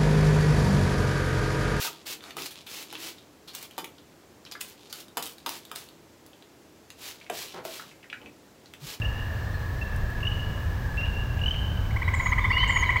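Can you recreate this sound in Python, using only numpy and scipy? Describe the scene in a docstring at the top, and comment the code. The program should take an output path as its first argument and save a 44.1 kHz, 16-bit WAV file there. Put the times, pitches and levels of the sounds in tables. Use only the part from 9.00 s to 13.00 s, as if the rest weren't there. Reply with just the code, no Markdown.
"""A woodland pond in spring. From the start, over a low rumble and faint hiss, a far toad holds a
slowly sinking trill and small frogs peep and stutter with their vocal sacs. A far bird whistles
faintly near 0.5 s; leaf litter crackles twice around 1 s. Near 3 s a treefrog breaks into a loud
pulsed trill that runs to the end, while the far bird returns and a near bird gives two thin,
buzzy calls. The trees echo every call."""
import sys
import numpy as np
from scipy import signal
from scipy.fft import rfft, irfft
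from scipy.io import wavfile

SR = 44100
rng = np.random.default_rng(int(sys.argv[2]) if len(sys.argv) > 2 else 0)


def store_pcm(level_fs):
    """Save levels as 16-bit WAV."""
    pcm = np.round(np.clip(level_fs, -1, 1) * 32767).astype(np.int16)
    wavfile.write(sys.argv[1], SR, np.atleast_2d(pcm).T)


N = 176400

# treefrog pulses: start_s, rise_length_s, level_db
TREEFROG_PULSES = [(2.848, .006, -46), (2.906, 0.006, -33.5), (2.9605, 0.01, -27), (3.018, 0.01, -24.5),
                   (3.077, 0.011, -21.5), (3.1365, .011, -21), (3.1965, 0.011, -20.5), (3.2575, 0.013, -19),
                   (3.319, 0.0131, -19), (3.380, 0.0121, -18.5), (3.4412, 0.014, -18.5),
                   (3.503, 0.015, -18.5), (3.566, 0.0144, -18), (3.629, 0.0142, -17.5), (3.693, .014, -17),
                   (3.758, 0.014, -17.5), (3.8232, 0.016, -17.5), (3.8895, .0155, -17.5),
                   (3.957, 0.014, -17.5)]
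# treefrog partials: harmonic, rise_gain_db, snap_gain_db
TREEFROG_HARMONICS = [(1, -7.5, -9), (2, -0.5, 0.5), (3, -20.5, -20.5), (4, -44, -39)]
# treefrog rasp: freq_hz, relative_density_db
RASP_SPECTRUM = [(1200, 9), (1500, -4), (2600, -12), (4000, -16), (6000, -26), (7500, -23), (8400, -19),
                 (9500, -30)]
# peeper notes: start_s, length_s, from_hz, to_hz, level_db
PEEPER_NOTES = [(0.018, 0.01, 2800, 2660, -26.5), (.046, 0.019, 2738, 2944, -30),
                (.088, 0.0051, 2770, 2750, -40), (.813, 0.019, 2700, 2695, -33.5),
                (1.2295, 0.0081, 2810, 2740, -27), (1.251, .01, 2852, 2780, -28),
                (1.269, 0.014, 2905, 2930, -24), (1.315, 0.013, 2788, 3020, -31),
                (1.976, 0.04, 2724, 2756, -27.5), (2.016, 0.044, 2710, 2890, -33),
                (2.057, 0.035, 2810, 2893, -36.5), (2.414, 0.0098, 2870, 2770, -29),
                (2.436, 0.0095, 2830, 2920, -26), (2.459, 0.011, 2940, 3000, -22.5),
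                (2.479, .013, 3013, 3000, -24.5), (2.5077, 0.012, 3035, 3084, -23),
                (2.539, .01, 3100, 3160, -37), (3.527, 0.0614, 2770, 2960, -28.5),
                (3.584, 0.0617, 2942, 3123, -24.5)]
# ticks among the peeps: start_s, level_db
PEEPER_TICKS = [(1.206, -40), (1.266, -39), (1.312, -42), (1.971, -39), (2.011, -37), (2.059, -39),
                (2.392, -36.5), (2.474, -38), (2.544, -35)]
# near bird calls: start_s, length_s, level_db, flick_db, roughness_hz
NEAR_BIRD_CALLS = [(3.136, .188, -44, -47, 150), (3.675, .155, -39.5, -49, 70)]
# contour of one call: length_fraction, pitch_hz, gain_db
CALL_CONTOUR = [(0, 6620, -2), (.05, 6750, -2.5), (.09, 7370, -3.5), (.44, 6960, -4.5), (.54, 6800, 0),
                (.88, 6680, 3), (.95, 6400, -4), (1, 5825, -10)]
# toad trill: time_s, pitch_hz, level_db
TOAD_CONTOUR = [(0, 1750, -45), (.12, 1727, -43), (.65, 1710, -44), (1.0, 1701, -41.5), (1.5, 1681, -45.5),
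                (1.95, 1671, -43), (2.4, 1643, -44.5), (2.699, 1591, -46.5), (4, 1579, -49.5)]
# far bird whistles: start_s, length_s, from_hz, to_hz, level_db
FAR_BIRD_NOTES = [(.425, 0.034, 4200, 4200, -57), (.54, 0.019, 4230, 4200, -51),
                  (.585, .02, 4100, 4130, -59), (3.036, .05, 3877, 3850, -50),
                  (3.131, 0.063, 3890, 3860, -61), (3.408, .07, 3616, 3460, -46),
                  (3.492, .025, 5100, 5400, -53), (3.508, 0.037, 4580, 4610, -45.5),
                  (3.569, 0.084, 4620, 4650, -50.5), (3.578, .05, 4530, 3360, -44.5),
                  (3.845, .04, 4400, 3650, -48), (3.97, .04, 4550, 3810, -49)]
# leaf litter crackles: start_s, level_db
LEAF_CRACKLES = [(.962, -47), (1.102, -53)]
# low rumble: freq_hz, relative_density_db
RUMBLE_SPECTRUM = [(14, -19), (24, -3.5), (38, -4.5), (55, 1), (68, -3.5), (85, 1), (103, -1.5), (125, -7),
                   (155, -14), (185, -16), (240, -22), (330, -29), (400, -31.5)]
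# rumble envelope: time_s, level_db
RUMBLE_ENVELOPE = [(0.0, -30), (0.76, -29), (0.8, -31.5), (0.97, -27.5), (1.55, -27.5), (3.64, -26.5),
                   (3.97, -27.5), (4.0, -36)]
# air and hiss: freq_hz, relative_density_db
AIR_SPECTRUM = [(200, -1.5), (330, -1.5), (550, 2), (750, -1), (1000, 0), (1400, -5), (2100, -9.5),
                (3000, -13.5), (4200, -16.5), (6000, -20), (8000, -25), (10500, -29.5), (12000, -28),
                (13700, -21.5), (16000, -22.5)]


def treefrog(rise_hz=(945, 1060.5), snap_hz=(1148, 1044), snap_s=0.0072, overlap_s=0.000943):
    """Pulses of a rising note and a closing snap, faintly raspy; the sac favours harmonic 2."""
    out, effort, waver = np.zeros(N), np.zeros(N), walk(500)
    detunes = 1 + 0.009 * rng.standard_normal((len(TREEFROG_PULSES), 2))
    for (start_s, length_s, level_db), (rise_detune, snap_detune) in zip(TREEFROG_PULSES, detunes):
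        drift = 1 + 0.008 * from_time(waver, start_s)
        progress, env = note(length_s, attack_s=0.0043, release_s=0.0035)
        phase = phase_of(glide(*rise_hz, progress) * rise_detune * drift[:len(env)])
        rise = sum(undb(level_db + db) * np.sin(k * phase) for k, db, _ in TREEFROG_HARMONICS)
        add(out, start_s, env * rise)
        progress, env = note(snap_s, attack_s=snap_s / 2, release_s=0.85 * snap_s)
        phase = phase[-1] + phase_of(glide(*snap_hz, progress) * snap_detune * drift[:len(env)])
        snap = sum(undb(level_db + db) * np.sin(k * phase) for k, _, db in TREEFROG_HARMONICS)
        add(out, start_s + length_s - overlap_s, env * snap)
        _, env = note(length_s + snap_s, attack_s=length_s, release_s=snap_s)
        add(effort, start_s, undb(level_db) * env)
    out += undb(-18.5) * effort * noise(RASP_SPECTRUM)
    return out + undb(-4.5) * forest_echo(out, t60_s=0.73)


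def peepers(arch_hz=25):
    """Nearly pure vocal-sac notes, stuttered or drawn out, with soft ticks among them."""
    out, waver = np.zeros(N), walk(300)
    for start_s, length_s, from_hz, to_hz, level_db in PEEPER_NOTES:
        progress, env = note(length_s, attack_s=0.0022, release_s=0.0039)
        pitch_hz = glide(from_hz, to_hz, progress) + arch_hz * (np.sin(np.pi * progress) - 2 / np.pi)
        drift = 1 + 0.0017 * from_time(waver, start_s)[:len(env)]
        phase = phase_of(pitch_hz * drift)
        tone = np.sin(phase) + undb(-32.5) * np.sin(2 * phase)
        add(out, start_s, undb(level_db) * env * tone)
    out += clicks(PEEPER_TICKS, centre_hz=2610, width_hz=910, decay_s=0.005)
    return out + undb(-3.5) * forest_echo(out)


def near_bird(buzz_rate_hz=110, buzz_swing_hz=130, upper_span_hz=(8400, 9500), flick_hz=7900):
    """A high flick opens a thin, buzzing call that lifts, then falls; a faint voice rises above it."""
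    out, waver = np.zeros(N), walk(700)
    fractions, contour_hz, contour_db = np.array(CALL_CONTOUR).T
    for start_s, length_s, level_db, flick_db, roughness_hz in NEAR_BIRD_CALLS:
        progress, env = note(length_s, attack_s=0.004, release_s=0.004)
        jitter = from_time(waver, start_s)[:len(env)]
        buzz = np.sin(2 * np.pi * buzz_rate_hz * length_s * progress)
        lower_hz = np.interp(progress, fractions, contour_hz) + buzz_swing_hz * buzz
        lower_gain = undb(np.interp(progress, fractions, contour_db))
        lower = lower_gain * np.sin(phase_of(lower_hz + roughness_hz * jitter))
        upper_hz = glide(*upper_span_hz, progress) + buzz_swing_hz * buzz
        upper = undb(-17.5) * np.sin(phase_of(upper_hz + 300 * jitter[::-1]))
        add(out, start_s, undb(level_db) * env * (1 - 0.37 * buzz) * (lower + upper))
        _, env = note(length_s=0.024, attack_s=0.0053, release_s=0.008)
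        flick = np.sin(phase_of(flick_hz + 120 * jitter[:len(env)]))
        add(out, start_s, undb(flick_db) * env * flick)
    flutter_db = 2 * walk(250)
    out *= undb(flutter_db)
    return out + undb(-12.5) * forest_echo(out)


def toad(pulse_rate_hz=29, sweep_hz=340, waver_hz=48.2):
    """A long trill of up-swept pulses from across the pond, heard only as forest echo."""
    t = np.arange(-SR, N) / SR  # 1 s lead-in builds up the echo
    times_s, contour_hz, level_db = np.array(TOAD_CONTOUR).T
    rate_hz = pulse_rate_hz * (1 + 0.029 * np.resize(walk(20), len(t)))
    cycle = np.cumsum(rate_hz) / SR % 1
    pitch_hz = np.interp(t, times_s, contour_hz) + sweep_hz * (cycle - 0.5)
    pitch_hz += waver_hz * np.resize(walk(120), len(t))
    voice = np.sin(np.pi * cycle) ** 2 * np.sin(phase_of(pitch_hz))
    return unit_rms(forest_echo(voice)[SR:]) * undb(np.interp(t[SR:], times_s, level_db))


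def far_bird():
    """Clear whistles and downward slurs, rougher the wider they glide, blurred by the forest."""
    out, waver = np.zeros(N), walk(900)
    for start_s, length_s, from_hz, to_hz, level_db in FAR_BIRD_NOTES:
        progress, env = note(length_s, attack_s=0.007, release_s=0.0077)
        roughness_hz = 0.008 * from_hz + 0.15 * abs(to_hz - from_hz)
        jitter = from_time(waver, start_s)[:len(env)]
        pitch_hz = glide(from_hz, to_hz, progress) + roughness_hz * jitter
        add(out, start_s, undb(level_db) * env * np.sin(phase_of(pitch_hz)))
    return out + undb(1) * forest_echo(out)


def leaf_litter():
    """Faint, bright crackles in the leaves."""
    return clicks(LEAF_CRACKLES, centre_hz=10500, width_hz=7000, decay_s=0.0038)


def background(air_db=-42.5):
    """A low, slowly swelling rumble under smooth air and hiss."""
    times_s, level_db = np.array(RUMBLE_ENVELOPE).T
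    rumble = noise(RUMBLE_SPECTRUM) * undb(np.interp(np.arange(N) / SR, times_s, level_db))
    air = noise(AIR_SPECTRUM) * undb(air_db + 0.17 * walk(2.78))
    return rumble + air


def forest_echo(x, t60_s=1.37, build_s=0.033, trunk_spread_s=0.04, trunk_count=40):
    """Single returns from near trunks, then a diffuse tail."""
    t = np.arange(2 * SR) / SR
    tail = rng.standard_normal(len(t)) * undb(-60 * t / t60_s) * (1 - np.exp(-t / build_s))
    delays_s = 0.005 + trunk_spread_s * rng.exponential(size=trunk_count)
    taps = np.minimum((delays_s * SR).astype(int), len(t) - 1)
    trunks = np.zeros(len(t))
    trunks[taps] = rng.standard_normal(trunk_count)
    response = unit_rms(tail) + undb(-3.5) * unit_rms(trunks)
    return signal.fftconvolve(x, response / np.linalg.norm(response))[:len(x)]


def clicks(events, centre_hz, width_hz, decay_s):
    """Short noise bursts in one broad resonance."""
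    env, t = np.zeros(N), np.arange(SR // 20) / SR
    for start_s, level_db in events:
        add(env, start_s, undb(level_db) * np.exp(-t / decay_s))
    freq_hz = np.arange(N // 2 + 1) * SR / N
    resonance = 1 / (1 + (2 * (freq_hz - centre_hz) / width_hz) ** 2)
    return env * unit_rms(irfft(rfft(rng.standard_normal(N)) * resonance, N))


def noise(spectrum):
    """Shaped noise at rms 1, rolled off beyond the spectrum's ends."""
    points_hz, points_db = np.array(spectrum, float).T
    freq_hz = np.maximum(np.arange(N // 2 + 1) * SR / N, 1)
    skirts = np.minimum(freq_hz / points_hz[0], 1) ** 3 * np.minimum(points_hz[-1] / freq_hz, 1) ** 4
    gain = undb(np.interp(np.log(freq_hz), np.log(points_hz), points_db))
    return unit_rms(irfft(rfft(rng.standard_normal(N)) * skirts * gain, N))


def note(length_s, attack_s, release_s):
    """Progress 0-1 through a note, and its rounded envelope."""
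    t = np.arange(max(int(length_s * SR), 8)) / SR
    attack = np.sin(np.pi / 2 * np.minimum(t / attack_s, 1))
    release = np.sin(np.pi / 2 * np.minimum((t[-1] - t) / release_s, 1))
    return t / t[-1], attack * release


def walk(rate_hz):
    """Interpolated random curve, spread near 1."""
    points = rng.standard_normal(4096)
    return np.interp(np.arange(N) / SR * rate_hz, np.arange(4096), points)


def from_time(x, start_s):
    """Rotate x to begin at start_s."""
    return np.roll(x, -int(start_s * SR))


def glide(from_hz, to_hz, progress):
    """Linear pitch sweep."""
    return from_hz + (to_hz - from_hz) * progress


def phase_of(pitch_hz):
    """Running phase in radians."""
    return 2 * np.pi * np.cumsum(pitch_hz) / SR


def add(out, start_s, x):
    """Mix x in at start_s."""
    i = max(int(start_s * SR), 0)
    out[i:i + len(x)] += x[:max(N - i, 0)]


def undb(db):
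    """Decibels to gain."""
    return 10 ** (np.asarray(db) / 20)


def unit_rms(x):
    """Scale to rms 1."""
    return x / np.sqrt(np.mean(x ** 2))


def scene():
    """Mono mix at the bank."""
    return (leaf_litter() + peepers() + treefrog() + toad() + near_bird() + far_bird() + background())[None]


def record(dry):
    """Steep elliptic low-pass."""
    cutoff_hz = 15800
    return signal.sosfilt(signal.ellip(12, 0.1, 80, cutoff_hz, fs=SR, output="sos"), dry)


dry = scene()
out = record(dry)
store_pcm(out)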